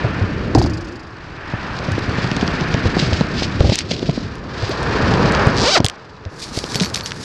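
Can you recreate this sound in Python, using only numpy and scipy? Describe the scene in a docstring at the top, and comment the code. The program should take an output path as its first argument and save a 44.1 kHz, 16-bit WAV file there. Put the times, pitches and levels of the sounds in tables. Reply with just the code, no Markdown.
"""At the edge of a roadside wood, a jacket zip is worked close to a phone while cars roar past behind.
Tyre roar and cloth are shaped noise; the hand's jolts are swelling and fading tones with a noisy crunch.
Single teeth and ticking metal are band-limited impulses; a hard knock leaves a rattle and a hum.
In a short slip and one fast stroke, tooth rate sets the pitch: the stroke whines up and down.
The metal tab jingles as a sum of decaying modes."""
import sys
import numpy as np
from scipy import signal
from scipy.fft import rfft, irfft, next_fast_len
from scipy.io import wavfile
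from scipy.ndimage import uniform_filter1d

SR = 44100
rng = np.random.default_rng(int(sys.argv[2]) if len(sys.argv) > 2 else 0)


def digitize_waveform(pressure):
    """Quantize a signal to 16-bit integers and store it at the path in sys.argv[1].

    Rows of a 2-D input are taken as channels; values are limited to [-1, 1].
    """
    field = np.atleast_2d(pressure).T
    bounded = np.clip(field, -1, 1)
    quanta = np.round(bounded * 32767).astype(np.int16)
    wavfile.write(sys.argv[1], SR, quanta)


N = 319284
T = np.arange(N) / SR  # time in s

# passing cars, tyre roar: time_s, level_db
CAR_LEVELS = [(0.0, -25.5), (0.574, -30), (1.122, -39), (1.671, -27), (2.749, -23), (3.542, -29),
              (3.78, -35), (4.4, -36.5), (4.914, -18.5), (5.418, -14.5), (5.742, -23), (5.83, -32),
              (6.1, -41), (6.565, -35), (6.805, -29), (7.239, -35)]
# spectral density of tyre roar: frequency_hz, relative_density_db
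TYRE_SPECTRUM = [(200, 3.5), (500, -2), (1000, 0), (1450, 1), (1800, 1.5), (2000, -5), (2450, -4.5),
                 (3300, -15), (7000, -38), (8500, -102)]
# change of colour for the last car: frequency_hz, gain_db
LAST_CAR_COLOUR = [(300, -7.5), (430, 6), (700, -1), (960, 1.5), (1500, -2.5), (2200, -5)]
# separate scrapes of fabric: peak_s, level_db, swell_ms, fade_ms
FABRIC_SCRAPES = [(.585, -38.5, 39, 130), (2.25, -34, 410, 1200), (2.86, -30, 13, 60), (2.999, -22, 26, 77),
                  (3.2, -28, 110, 12), (3.435, -23, 82, 22), (3.69, -25.5, 110, 37), (3.731, -17, 15, 21),
                  (3.791, -24, 33, 23), (3.914, -24, 19, 55), (4.17, -34, 270, 114), (4.6, -32, 59, 530),
                  (6.43, -33, 40, 70), (6.571, -30.5, 37, 77), (6.75, -28.5, 60, 50), (6.825, -24, 18, 32),
                  (6.945, -15, 3.1, 2.4), (6.962, -26, 2.9, 21), (7.063, -26.5, 11, 20),
                  (7.235, -35, 98, 55)]
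# spectral density of scraping cloth and of zip clicks: frequency_hz, relative_density_db
SCRAPE_SPECTRUM = [(800, -47.5), (2000, -6.5), (3300, -3.5), (4800, -1), (6000, -10.5), (8000, -22.5),
                   (9500, -39), (14000, -74)]
# rumble of hand and traffic through the case: time_s, level_db
CASE_RUMBLE_LEVELS = [(0.0, -24.5), (0.599, -19.5), (0.978, -36.5), (1.327, -37.5), (1.931, -25.5),
                      (3.118, -21.5), (3.517, -25.5), (3.657, -14.5), (3.776, -32.5), (3.93, -24),
                      (4.49, -30), (4.819, -24), (5.2, -13.5), (5.657, -22), (5.722, -35), (5.812, -22.5),
                      (5.917, -45), (6.79, -29), (7.239, -35)]
# spectral density of that rumble: frequency_hz, relative_density_db
RUMBLE_SPECTRUM = [(20, -26.5), (45, 2.5), (110, 7.5), (200, 2.5), (380, -1.5), (700, -13), (1500, -89.5)]
# jolts of cloth and hand through the case: time_s, level_db, settled_pitch_hz, length_ms
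HAND_JOLTS = [(0.045, -6, 121, 23), (0.212, -9.5, 106.5, 53), (0.551, -10.5, 816, 18), (0.552, -1, 294, 16),
              (0.576, -2.5, 123, 24), (0.617, -10.5, 604, 5), (0.647, -7, 100, 12), (0.665, -14, 500, 4),
              (1.537, -12.5, 115, 17), (1.885, -11, 144, 18), (1.911, -13, 107, 47), (1.982, -9, 260, 4.6),
              (2.088, -12, 102, 18), (2.185, -9, 143, 11.4), (2.246, -9, 137, 14), (2.318, -10.5, 142, 13),
              (2.369, -10.5, 156, 12), (2.429, -7, 179, 9.4), (2.483, -11.5, 176, 19),
              (2.54, -12.5, 159, 11), (2.614, -8.5, 153, 18), (2.747, -5.5, 130, 7.1),
              (2.855, -6.5, 97.6, 28), (2.969, -4, 156, 10.5), (3.025, -8, 155, 19), (3.078, -10, 140, 23),
              (3.125, -9, 95, 27), (3.211, -3, 163, 12), (3.424, -6, 147, 3.9), (3.607, 0.5, 85, 14),
              (3.645, -5.5, 70.5, 27), (3.693, -5.5, 102, 19), (3.722, -7.5, 190, 12),
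              (3.913, -13.5, 172, 14), (4.03, -11.5, 238, 5.4), (4.091, -5.5, 141, 18),
              (4.178, -10.5, 229, 9), (4.629, -12, 100, 24), (5.472, 2, 107, 10), (5.803, -3, 125, 8),
              (5.845, -7.5, 105.5, 15.2), (6.261, -19.5, 93.5, 33), (6.576, -11.5, 101, 8.3),
              (6.641, -14, 334, 5.4), (6.757, -13, 130, 13), (6.811, -9.5, 202, 35),
              (6.969, -18.5, 131, 14)]
# something loose shaking after the hard knock: start_s, period_s, level_db, fall_db (per shake)
LOOSE_RATTLE = (.549, .0371, -26, 1.85)
# what rings after the hard knock: pitch_hz, level_db, t60_s
KNOCK_HUM = [(80.7, -14.5, 1.02), (330.4, -17, 1.24)]
# slider snapping over single teeth, muffled by cloth: start_s, level_db
TOOTH_SNAPS = [(0.5495, -12), (0.6168, -17), (2.243, -19), (2.315, -11), (2.3656, -14), (2.4115, -13.5),
               (2.4778, -11.5), (2.6095, -14), (2.7415, -10), (2.966, -18), (3.1319, -9), (3.209, -14),
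               (3.4436, -15), (3.6058, -10.5), (3.6983, -12), (3.807, -15), (3.9117, -12.5), (3.924, -20),
               (3.9395, -20), (3.965, -19), (3.994, -18), (4.029, -23), (4.059, -23), (4.096, -18.5),
               (5.139, -10.5), (5.3498, -7), (5.8035, -14), (6.252, -24.5), (6.641, -14), (6.7994, -7.5),
               (6.8068, -5), (6.835, -8), (6.8467, -11), (6.859, -12), (6.975, -15), (6.999, -22),
               (7.009, -13), (7.0601, -9.5), (7.108, -17), (7.119, -14)]
# bare metal ticking, thin and bright: start_s, level_db
METAL_TICKS = [(0.584, -18), (1.919, -20.5), (1.991, -23.5), (3.7564, -4.5), (3.7887, -5), (4.355, -27),
               (4.83, -21), (5.322, -15), (5.4698, -15.5), (5.8458, -1.5), (5.8546, -8), (5.8639, -3.5),
               (5.8848, -9), (5.8986, -12), (6.7455, -8), (6.7566, -6), (6.946, -8), (6.958, -6)]
# a short slip of the slider: time_s, tooth_rate_hz, thud_db
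SLIDER_SLIP = [(4.694, 270, -21), (4.706, 490, -25), (4.73, 720, -26)]
# the fast stroke: time_s, tooth_rate_hz, thud_db
FAST_STROKE = [(5.55, 109, -29), (5.6, 136, -20.5), (5.63, 230, -21), (5.66, 454, -20), (5.695, 600, -20.5),
               (5.722, 780, -29.5), (5.747, 765, -24.5), (5.762, 620, -16), (5.774, 370, -12.5),
               (5.792, 280, -16.5)]
# the tab swinging free until it touches cloth: start_s, level_db, length_ms
TAB_JINGLES = [(6.756, -22, 28), (6.846, -25, 40), (6.965, -28, 38), (7.036, -28, 25)]
# modes of the pull tab: pitch_hz, level_db, t60_s
TAB_MODES = [(4480, 0, .2), (11500, -15, .12)]

LAST_CAR_S = 4.18
HISS_DB, HISS_FOLLOWS = -16.5, 0.95  # hiss at a road level of 0 dB; its change per dB of road
EDGE_DB = -10  # fall over one swell or fade
NEAR_S, NEAR_DB = 6.28, -4  # the cloth comes up to the microphone and its top end is heard
RISE_SHARE = 0.26  # part of a jolt's length spent swelling
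FULL_TEETH_HZ, CLICK_DB_PER_OCTAVE = 755, 3  # reference tooth rate; clicks grow with speed
TAKE_UP_S, LET_GO_S = 0.03, 0.012  # the pull takes hold; the stroke dies as the slider stops
TOP_HZ = 15000


def undb(db):
    """Decibels are twenty times the logarithm of amplitude; this is the inverse."""
    return 10 ** (np.asarray(db) / 20)


def unit(x):
    """Mean power fixes level: the signal is scaled to rms 1."""
    return x / np.sqrt(np.mean(x ** 2))


def curves(table):
    """Linear interpolation in time makes each column a continuous control."""
    s, *columns = np.transpose(table)
    return [np.interp(T, s, c) for c in columns]


def walk(rate):
    """Smoothed chance: random levels held 1 / rate s and slewed twice, with spread near 1."""
    k = int(SR / rate)
    steps = np.repeat(rng.standard_normal(N // k + 1), k)
    return 1.25 * uniform_filter1d(uniform_filter1d(steps, k), k)[:N]


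def colour(x, shape):
    """Spectral weighting by (Hz, dB) points; returns the spectrum and its log-frequency axis."""
    size = next_fast_len(N)
    octave = np.log2(np.maximum(np.arange(size // 2 + 1), 1) * SR / size)
    hz, db = np.transpose(shape)
    gain = undb(np.interp(octave, np.log2(hz), db))
    return rfft(x, size) * gain, octave


def flicker(x, shape, rate, flicker_db):
    """Independent amplitude modulation of overlapping octave bands makes coloured sound waver."""
    spectrum, octave = colour(x, shape)
    out = 0
    for centre in range(4, 15):
        weight = np.clip(1 - abs(octave - centre), 0, 1)
        part = irfft(spectrum * weight)[:N]
        out = out + part * undb(flicker_db * walk(rate))
    return unit(out)


def grains(grain_db):
    """Impulsive noise: Gaussian samples of exponentially distributed dB gain form uneven specks."""
    return rng.standard_normal(N) * undb(grain_db * rng.exponential(size=N))


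def band(x, hz, width):
    """A band-pass filter keeps the region around its centre frequency."""
    edges = [hz - width / 2, hz + width / 2]
    return signal.sosfilt(signal.butter(2, edges, "band", fs=SR, output="sos"), x)


def add(out, s, sound):
    """Superposition: a short sound is summed in at time s."""
    i = int(s * SR)
    out[i:i + len(sound)] += sound[:N - i]


def road():
    """Broadband tyre noise: coloured random sound swells with each passing car."""
    roar = flicker(rng.standard_normal(N), TYRE_SPECTRUM, 8, 1.3)
    last = irfft(colour(roar, LAST_CAR_COLOUR)[0])[:N]
    last_share = np.clip(2 * (T - LAST_CAR_S), 0, 1)
    return undb(curves(CAR_LEVELS)[0]) * (roar + last_share * (last - roar))


def scrapes():
    """Powers add: the fabric's gain joins swelling and fading scrapes to a hiss following the road."""
    power = undb(HISS_DB + HISS_FOLLOWS * curves(CAR_LEVELS)[0]) ** 2
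    for s, db, swell_ms, fade_ms in FABRIC_SCRAPES:
        ms = 1000 * (T - s)
        edge = np.maximum(-ms / swell_ms, ms / fade_ms)
        power = power + undb(db + EDGE_DB * edge) ** 2
    return np.sqrt(power)


def cloth():
    """Friction noise: fabric scrapes as bright grit in the air and rumbles through the case."""
    grit = grains(2.6) * undb(2.4 * walk(140))
    scrape = flicker(grit, SCRAPE_SPECTRUM, 30, 0.48)
    top_end = unit(band(band(grit, 5300, 6600), 6900, 6800))
    nearness = np.clip((T - NEAR_S) / 0.065, 0, 1)
    scrape = scrape + nearness * undb(NEAR_DB) * top_end
    rumble = flicker(grains(1.8), RUMBLE_SPECTRUM, 20, 2.2)
    return scrapes() * scrape + undb(curves(CASE_RUMBLE_LEVELS)[0]) * rumble


def jolts():
    """Damped rebound: a dull push with a crunch on top sags and wobbles in pitch as the cloth gives."""
    out, t = np.zeros(N), T[:SR // 8]
    chances = rng.standard_normal((len(HAND_JOLTS), len(t)))
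    for (s, db, hz, ms), chance in zip(HAND_JOLTS, chances):
        u = 1000 * t / (RISE_SHARE * ms)
        envelope = u * np.exp(1 - u)  # peaks at 1 when u is 1
        wobble = np.cumsum(uniform_filter1d(chance, size=150)) * 0.025
        phase = 2 * np.pi * hz * t * (1 + 0.55 * np.exp(-t / 0.0065)) + wobble
        crunch = 3 * np.exp(-t / 0.01) * band(band(chance, 505, 690), 505, 690)
        # each push begins 2 ms ahead of its listed time
        add(out, s - .002, -undb(db) * envelope * (np.sin(phase) + crunch))
    return out


def rattle():
    """Periodic impact: regular bursts of bright grit over a throbbing modal hum die away."""
    start, period, burst_db, fall_db = LOOSE_RATTLE
    shake = (T - start) / period
    level = undb(burst_db - fall_db * shake + 1.5 * walk(27))
    gate = (T > start) * np.exp(-(shake % 1 / .4) ** 2) * level
    grit = gate * unit(band(grains(1.5), 4800, 900) + .3 * band(grains(1.5), 6200, 2000))
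    t = np.maximum(T - start, 0)
    throb = 1 + .5 * np.cos(2 * np.pi * (shake - .4))
    hum = 0
    for hz, db, t60 in KNOCK_HUM:
        tone = np.sin(2 * np.pi * hz * t + 2.5 * walk(30.76))
        hum = hum + undb(db) * tone * 1000. ** (-t / t60)
    return grit + (t > 0) * throb * hum


def snaps(table, centre_hz, top_hz):
    """Impulse excitation: a sharp crack fills a broad band of chance centre, with grit behind it."""
    out, t = np.zeros(N), T[:SR // 40]
    dull = signal.butter(5, top_hz, fs=SR, output="sos")
    for (s, db), chance in zip(table, rng.standard_normal((len(table), len(t)))):
        hz = centre_hz * 1.12 ** chance[-1]
        grit = chance * (0.2 * np.exp(-t / 0.001) + 0.02 * np.exp(-t / 0.004))
        crack = signal.sosfilt(dull, band((t == 0) + grit, hz, 1.1 * hz))
        # the peak stands 3 dB above the listed level, as in a sine of that rms
        add(out, s, np.sqrt(2) * undb(db) * crack / abs(crack).max())
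    return out


def stroke(table, click_db, edge):
    """Repetition pitch: each tooth passing the slider gives one click and one thud."""
    rate, thud_db = curves(table)
    start, stop = table[0][0], table[-1][0]
    on = (T > start) & (T < stop)
    phase = np.cumsum(rate * on) / SR + .04 * walk(250)  # in teeth, slightly uneven
    passing = np.diff(np.floor(np.maximum.accumulate(phase)), prepend=0)
    tooth = passing * undb(2 * rng.standard_normal(N))
    grit = 1.3 * np.exp(-(phase % 1) / .6) * rng.standard_normal(N)
    click = irfft(colour(tooth * np.sqrt(SR / rate) + grit, SCRAPE_SPECTRUM)[0])[:N]
    click = np.gradient(click) * undb(2 * walk(70))  # thin and uneven
    force = undb(click_db + CLICK_DB_PER_OCTAVE * np.log2(rate / FULL_TEETH_HZ))
    force = force * np.clip((T - start) / TAKE_UP_S, 0, 1)
    turn = 2 * np.pi * phase
    thud = np.cos(turn) * undb(3.5 * walk(170))
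    # overtones of a contact that hardens with speed
    overtones = sum(np.cos(k * turn + k * k) * undb(3 * walk(200)) / k for k in range(2, 7))
    thud += edge * np.sqrt(rate / FULL_TEETH_HZ) * overtones
    let_go = np.clip((stop - T) / LET_GO_S, 0, 1)
    clicks = click / click[on].std() * force
    return on * let_go * (clicks - np.sqrt(2) * thud * undb(thud_db))


def jingles():
    """Modal decay: the metal tab rings in its own modes until the cloth cuts it short."""
    out, t = np.zeros(N), T[:SR // 12]
    ring = sum(undb(db) * np.sin(2 * np.pi * hz * t) * 1000. ** (-t / t60) for hz, db, t60 in TAB_MODES)
    for s, db, ms in TAB_JINGLES:
        add(out, s, undb(db) * ring * np.exp(-(1000 * t / ms) ** 4))
    return out


def scene():
    """Linear superposition: the pressures of all sources add at one microphone."""
    background = road() + cloth()
    knocks = jolts() + rattle()
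    teeth = snaps(TOOTH_SNAPS, centre_hz=3940, top_hz=6300)
    ticks = snaps(METAL_TICKS, centre_hz=4420, top_hz=10600)
    slip = stroke(SLIDER_SLIP, click_db=-31, edge=0.045)
    fast = stroke(FAST_STROKE, click_db=-16.0, edge=1.67)
    return (background + knocks + teeth + ticks + slip + fast + jingles())[None]


def record(dry):
    """Saturation and band limiting: the phone rounds only the loudest peaks and cuts the top."""
    loud = dry / (1 + abs(dry) ** 8) ** (1 / 8)
    return signal.sosfilt(signal.ellip(10, .2, 90, TOP_HZ, fs=SR, output="sos"), loud)


dry = scene()
out = record(dry)
digitize_waveform(out)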